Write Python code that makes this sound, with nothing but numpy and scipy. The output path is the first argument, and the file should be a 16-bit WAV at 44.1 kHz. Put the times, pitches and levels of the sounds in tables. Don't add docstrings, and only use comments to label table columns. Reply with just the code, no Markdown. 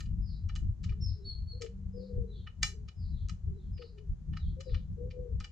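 import sys
import numpy as np
from scipy import signal
from scipy.fft import rfft, irfft, next_fast_len
from scipy.io import wavfile
from scipy.ndimage import uniform_filter1d

SR = 44100
rng = np.random.default_rng(int(sys.argv[2]) if len(sys.argv) > 2 else 0)


def digitize_waveform(pressure):
    field = np.atleast_2d(pressure).T
    bounded = np.clip(field, -1, 1)
    quanta = np.round(bounded * 32767).astype(np.int16)
    wavfile.write(sys.argv[1], SR, quanta)


N = 242991
T = np.arange(N) / SR

# (time [s], level [dB], treble [dB], rim ring boost [dB], middle ping boost [dB])
CLICKS = [(0.0024, -33.5, 8, 0, 2), (0.054, -49.5, -33.5, -20.5, 1.5), (0.4914, -36.5, -30, 2.5, 1),
          (0.5576, -32.5, -14, -0.5, 3.5), (0.839, -37, -21, -8, -0.5), (0.8924, -40.5, -42.5, -33, -12),
          (0.9189, -45.5, -32, 1, 2.5), (1.6172, -30, -15.5, -9.5, -1), (1.6612, -44, -40, -32, -7.5),
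          (2.4693, -34, -42, -6.5, -1.5), (2.6289, -11, -7.5, -2, 0), (2.8827, -39.5, -26.5, -4, 2),
          (3.293, -33.5, -14.5, -2.5, 0), (3.776, -47.5, -48.5, -31, -3), (3.8186, -40, -34.5, -3.5, 0.5),
          (3.98, -48, -36, -16.5, -6.5), (4.333, -42.5, -55.5, -4.5, 8), (4.3678, -33, -31, -1, -4),
          (4.6045, -36, -17.5, -7.5, -1), (4.693, -52, -40, -15, -6), (4.7433, -33.5, -32, -2, 2),
          (5.1074, -42.5, -36, -20, -2.5), (5.4036, -35.5, -22, 4.5, 4.5), (5.442, -32, -20.5, 1, 1)]
# (frequency [Hz], level [dB], time to decay by 60 dB [s])
WHEEL_MODES = [(810, -3, .15), (1265, 4.5, .08), (1390, -10, .06), (1810, 0, .09), (2024, -10, .06),
               (2335, -4, .09), (2437, -5, .08), (2730, -12, .08), (2918, -2, .12), (2968, -1, .09),
               (3440, -10, .13), (4068, -3, .18), (4656, -2, .12), (5292, -2, .15), (5890, -10, .2),
               (6525, -7, .13), (7300, -9, .15), (9105, -20, .08)]
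# (frequency [Hz], spectral level [dB])
CRACK_SPECTRUM = [(300, -30), (980, -27), (1300, 0), (2800, -1), (3700, -1), (5000, 3), (7400, 2.5),
                  (8400, -13), (10200, -15), (15000, -22)]
# (time [s], level [dB])
CATCHES = [(0.49, -58), (0.5545, -51), (0.833, -62), (1.6135, -52), (3.287, -49.5), (5.4026, -47)]
NOTE_SHAPES = {"whistle": (.1, .89, 1.2, .08), "rising coo": (.158, 1.075, 1.1, 0),
               "falling coo": (.235, .87, 3.2, 0), "lead-in": (0.073, 1.06, 0.96, 0.028),
               "short coo": (.085, .87, 1.1, .01), "far coo": (.2, .93, 1.2, 0.022)}
# (time [s], pitch [Hz], level [dB])
WHISTLES = [(1.004, 5580, -42.5), (1.244, 4600, -39), (1.47, 4570, -47.5)]
# (time [s], kind, level [dB])
CHIRPS = [(0.217, "high", -60), (0.999, "high", -62.5), (1.199, "low", -69.5), (1.927, "high", -64.5),
          (2.276, "low", -62.5), (2.953, "high", -65.5), (3.1, "low", -68), (3.539, "low", -77),
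          (3.729, "high", -60.5), (4.361, "low", -64.5), (4.606, "high", -63.5), (4.64, "low", -64.5)]
CHIRP_PITCHES = {"high": (5130, 4520), "low": (4020, 3750)}
# (time [s], kind, pitch [Hz], level [dB])
NEAR_COOS = [(1.525, "lead-in", 478.6, -59), (1.603, "short coo", 488, -42.5),
             (1.935, "rising coo", 480, -47.5), (2.075, "falling coo", 488, -47),
             (3.79, "short coo", 504, -50), (4.565, "lead-in", 515.6, -52),
             (4.655, "short coo", 532.6, -48), (4.968, "rising coo", 475, -46),
             (5.122, "falling coo", 497.2, -47)]
# (time [s], level [dB])
FAR_COOS = [(0.879, -65), (1.148, -60.5), (2.249, -63), (2.678, -61.5), (3.459, -58), (3.919, -61)]
# (time [s], deep rumble level [dB], upper rumble level [dB])
BREEZE = [(0, -38, -46), (.6, -39, -49), (.78, -45, -51), (1.08, -42, -46), (1.24, -45, -54),
          (1.42, -40, -54), (1.7, -44, -55), (2.25, -40, -51), (2.43, -49, -59), (2.72, -41, -51),
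          (3.12, -46, -56), (3.3, -41, -47), (3.88, -49, -59), (4.15, -41, -46), (4.45, -42, -46),
          (4.56, -44, -52), (4.9, -46, -52), (5.25, -40, -50)]
# (time [s], level [dB])
BUFFETS = [(0.223, -33.5), (0.459, -31.5), (.55, -36), (0.699, -28.5), (0.919, -30.5), (1.054, -32),
           (1.118, -31.5), (2.194, -31), (3.052, -35.5), (3.241, -31.5), (3.469, -33), (4.112, -31),
           (4.459, -27.5), (4.744, -27.5), (5.35, -31)]
# (frequency [Hz], spectral level [dB])
DEEP_SPECTRUM = [(15, -4), (28, 10.5), (50, 19.5), (65, 16), (90, 17), (115, 3.5), (160, -79)]
# (frequency [Hz], spectral level [dB])
UPPER_SPECTRUM = [(80, -33.5), (115, 0), (170, -2), (205, -11), (240, -22), (320, -28), (700, -75.5)]
# (frequency [Hz], spectral level [dB])
AIR_SPECTRUM = [(400, 0), (600, -7), (1400, -13), (2500, -21), (5000, -22), (6800, -19), (8200, -29),
                (15000, -44)]

MODE_SCATTER_DB = 1.9


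def wheel(level_db=-18, echo_db=-5.5):
    out = rubbing(wheel_spectrum(rim_db=-3, ping_db=4.5)) + catches()
    for s, click_db, *touch in CLICKS:
        sound, lead_s = click(click_db, *touch)
        early = max(round((lead_s - s) * SR), 0)
        add(out, s - lead_s, from_db(click_db + level_db) * sound[:, early:])
    return out + from_db(echo_db) * garden_echoes(out, t60=.2, alike=.14, delay_s=.016)


def click(level_db, treble_db, rim_db, ping_db, lead_s=.008, usual_slip_s=.0042, snap_db=-22):
    t = T[:SR // 4] - lead_s
    after = np.maximum(t, 0)
    slip_s = usual_slip_s * 2 ** ((-39.5 - level_db) / 33.5)
    hz, mode_db, t60 = np.transpose(WHEEL_MODES)[:, :, None]
    phase = rng.uniform(0, 2 * np.pi, hz.shape) + .88 * rng.standard_normal((2, *hz.shape))
    spectrum = wheel_spectrum(rim_db, ping_db)
    scatter_db = MODE_SCATTER_DB * rng.standard_normal(hz.shape)
    strength = from_db(mode_db + contact_db(hz, rim_db, ping_db) + scatter_db)
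    loss_db_per_s = 60 / t60 + (level_db < snap_db) * .1 * hz
    modes = strength * from_db(-loss_db_per_s * after) * np.sin(2 * np.pi * hz * t + phase)
    crack = from_db(-60 * after / .1) * noise(spectrum, alike=.21, size=len(t))
    build_up = np.minimum(after / slip_s, 1)
    slip = after / slip_s * np.exp(1 - after / slip_s)
    scrape = from_db(-9) * (slip_s / usual_slip_s) ** 2 * (t < 0) * (1 + t / lead_s)
    grit = from_db(3.1 * drift(1200, size=len(t))) * noise(spectrum, alike=.76, size=len(t))
    burst = from_db(3) * usual_slip_s / slip_s * (slip + scrape) * grit
    return soften(build_up * (modes.sum(axis=1) + crack) + burst, treble_db), lead_s


def soften(sound, treble_db, hard_hz=15000, db_per_octave=18.5):
    sound = butter(sound, hard_hz * 2 ** (treble_db / db_per_octave), "low", order=4)
    sound = butter(sound, 1080, "high", order=4)
    return sound / np.std(sound[:, :SR // 40])


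def wheel_spectrum(rim_db, ping_db, width_hz=40):
    hz = np.geomspace(300, 15000, 1500)
    mode_hz, mode_db, _ = np.transpose(WHEEL_MODES)[:, :, None]
    mode_db = mode_db + MODE_SCATTER_DB * rng.standard_normal(mode_db.shape)
    peaks = np.sum(from_db(mode_db) ** 2 / (1 + (2 * (hz - mode_hz) / width_hz) ** 2), axis=0)
    bed = from_db(np.interp(hz, *np.transpose(CRACK_SPECTRUM)) - 15) ** 2
    power = peaks * np.minimum(hz / 1200, 1) ** 4 + bed
    return np.column_stack([hz, 10 * np.log10(power) + contact_db(hz, rim_db, ping_db)])


def contact_db(hz, rim_db, ping_db, rim_below_hz=1960, ping_hz=3230):
    return rim_db / (1 + (hz / rim_below_hz) ** 8) + ping_db / (1 + (5 * np.log(hz / ping_hz)) ** 4)


def rubbing(spectrum, level_db=-29.5, grain_db=5, dull_hz=4500, max_gap_s=.06, margin_s=.011):
    strokes = np.zeros(N)
    for (s, db, *_), (next_s, next_db, *_) in zip(CLICKS, CLICKS[1:]):
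        if next_s - s < max_gap_s:
            firmness = from_db((db + next_db) / 2 + level_db)
            strokes += firmness * arch(s - margin_s, next_s - s + 2 * margin_s)
    grain = from_db(grain_db * drift(130))
    friction = butter(noise(spectrum, alike=.36), dull_hz, "low", order=4)
    return strokes * rms_one(grain * friction)


def catches(rise_s=.0013, band_hz=(2200, 8000)):
    out, t = np.zeros((2, N)), T[:SR // 50]
    envelope = (t / rise_s * np.exp(1 - t / rise_s)) ** 2
    for s, db in CATCHES:
        tick = rms_one(butter(noise(CRACK_SPECTRUM, alike=.88, size=len(t)), band_hz, "band", order=3))
        add(out, s - rise_s, from_db(db) * tick * envelope)
    return out


def small_birds():
    notes = [(s, "whistle", hz, db) for s, hz, db in WHISTLES]
    near = song(notes, waver=.004, waver_hz=200, overtone_db=-40, softness=1.4, late=.8)
    far = chirps()
    near_echo = garden_echoes(near, t60=.32, alike=.59, delay_s=.0037)
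    far_echo = garden_echoes(far, t60=.26, alike=.62, delay_s=.0027)
    return from_db(-9.5) * near + from_db(-4.5) * near_echo + from_db(-12) * far + far_echo


def song(notes, waver, waver_hz, overtone_db, softness, late):
    out, unsteady = np.zeros(N), waver * drift(waver_hz)
    for s, kind, pitch_hz, db in notes:
        length_s, glide, bend, scoop = NOTE_SHAPES[kind]
        progress = np.linspace(0, 1, round(length_s * SR))
        hz = pitch_hz * (1 + (glide - 1) * progress ** bend) * (1 - scoop * np.exp(-8 * progress))
        wobble = 1 + progress ** .41 * unsteady[round(s * SR):][:len(progress)]
        phase = 2 * np.pi * np.cumsum(hz * wobble) / SR
        swell = rms_one(np.abs(np.sin(np.pi * progress ** late)) ** softness)
        tone = np.sqrt(2) * (np.sin(phase) + from_db(overtone_db) * np.sin(2 * phase))
        add(out, s, from_db(db) * swell * tone)
    return out


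def chirps(length_s=.18, hold_s=.022, break_s=.075, shake_hz=330, spread_hz=640):
    out, t = np.zeros(N), T[:round(length_s * SR)]
    shake = np.tanh(drift(shake_hz))
    rasp = np.clip((t - hold_s) / break_s, 0, 1)
    swell = np.abs(np.sin(np.pi * (t / length_s) ** .65)) ** .8
    for s, kind, db in CHIRPS:
        opening_hz, centre_hz = CHIRP_PITCHES[kind]
        hz = opening_hz + rasp * (centre_hz - opening_hz + spread_hz * shake[round(s * SR):][:len(t)])
        add(out, s, from_db(db) * rms_one(swell * np.sin(2 * np.pi * np.cumsum(hz) / SR)))
    return out


def pigeons(near_db=-6.5, far_db=-6, echo_db=-6.5, far_hz=413.6):
    far_coos = [(s, "far coo", far_hz, db) for s, db in FAR_COOS]
    near = pigeon(NEAR_COOS, waver=.008, husk_db=-12, left_db=14.5, lag_s=.00012)
    far = pigeon(far_coos, waver=.06, husk_db=-19, left_db=13.5, lag_s=.0001)
    both = from_db(near_db) * near + from_db(far_db) * far
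    return both + from_db(echo_db) * garden_echoes(both.mean(axis=0), t60=.6, alike=.94, delay_s=.027)


def pigeon(coos, waver, husk_db, left_db, lag_s, flutter_db=1.8):
    hoot = song(coos, waver, waver_hz=30.4, overtone_db=-65.5, softness=1.2, late=.7)
    hoot *= from_db(flutter_db * drift(36))
    envelope = np.abs(signal.hilbert(hoot))
    husk = noise([(150, -36.5), (290, -16.5), (420, -1), (520, -10), (750, -31), (1500, -67.5)], .33)
    at_ears = np.array([hoot, np.interp(T - lag_s, T, hoot)])
    return pan(at_ears + from_db(husk_db) * envelope * husk, left_db)


def garden_echoes(x, t60, alike, delay_s):
    t = T[:SR]
    scatter = noise([(100, -14), (5000, -9), (15000, -.5)], alike, size=SR)
    response = scatter * from_db(-60 * t / t60) * (t > delay_s)
    response /= np.sqrt(np.sum(response ** 2) / 2)
    return signal.fftconvolve(np.atleast_2d(x), response, axes=1)[:, :N]


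def wind(lump_db=5, buffet_s=.035, upper_buffet_db=-19.5):
    times, *levels = np.transpose(BREEZE)
    breeze_db = np.array([np.interp(T, times, db) for db in levels])
    deep_breeze, upper_breeze = from_db(breeze_db + lump_db * drift(8.1))
    buffets = sum(from_db(db) * np.exp(-np.minimum(np.abs(T - s) / buffet_s, 10) ** 2)
                  for s, db in BUFFETS)
    deep = even(noise(DEEP_SPECTRUM, alike=.91), window_s=.043)
    upper = even(noise(UPPER_SPECTRUM, alike=.73), window_s=.025)
    return (np.hypot(deep_breeze, buffets) * deep
            + np.hypot(upper_breeze, from_db(upper_buffet_db) * buffets) * upper)


def hum(pitch_hz=192.3, level_db=-49):
    phase = 2 * np.pi * np.cumsum(pitch_hz * (1 + .012 * drift(23))) / SR
    return from_db(level_db) * arch(start_s=1.69, length_s=.642) * np.sqrt(2) * np.sin(phase)


def air(level_db=-72):
    return from_db(level_db) * noise(AIR_SPECTRUM, alike=.12)


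def noise(spectrum, alike, size=N):
    points, n = np.array(spectrum), next_fast_len(size)
    hz = np.maximum(np.fft.rfftfreq(n, 1 / SR), 1)
    gain = from_db(np.interp(np.log(hz), np.log(points[:, 0]), points[:, 1]))
    mid, side = irfft(rfft(rng.standard_normal((2, n))) * gain, n)[:, :size]
    return rms_one(np.sqrt(1 + alike) * mid + np.sqrt(1 - alike) * side * [[1], [-1]])


def drift(rate_hz, size=N):
    hz = np.fft.rfftfreq(2 ** 18, 1 / SR)
    white = rfft(rng.standard_normal(2 ** 18))
    return rms_one(irfft(white / (1 + (hz / rate_hz) ** 4)))[:size]


def even(x, window_s):
    return x / np.sqrt(uniform_filter1d(np.mean(x ** 2, axis=0), round(window_s * SR)) + 1e-6)


def arch(start_s, length_s):
    return np.sqrt(np.maximum(1 - (2 * (T - start_s) / length_s - 1) ** 2, 0))


def butter(x, hz, kind, order):
    return signal.sosfilt(signal.butter(order, np.minimum(hz, .45 * SR), kind, fs=SR, output="sos"), x)


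def pan(x, left_db):
    return x * from_db([[left_db / 2], [-left_db / 2]])


def add(out, s, sound):
    i = max(round(s * SR), 0)
    out[..., i:i + sound.shape[-1]] += sound[..., :max(N - i, 0)]


def from_db(db):
    return 10 ** (np.asarray(db) / 20)


def rms_one(x):
    return x / np.sqrt(np.mean(x ** 2) + 1e-20)


def scene():
    return wheel() + small_birds() + pigeons() + pan(wind() + hum(), left_db=3.3) + air()


def record(dry, stopband_hz=15200):
    return signal.sosfilt(signal.cheby2(12, 60, stopband_hz, fs=SR, output="sos"), dry)


dry = scene()
out = record(dry)
digitize_waveform(out)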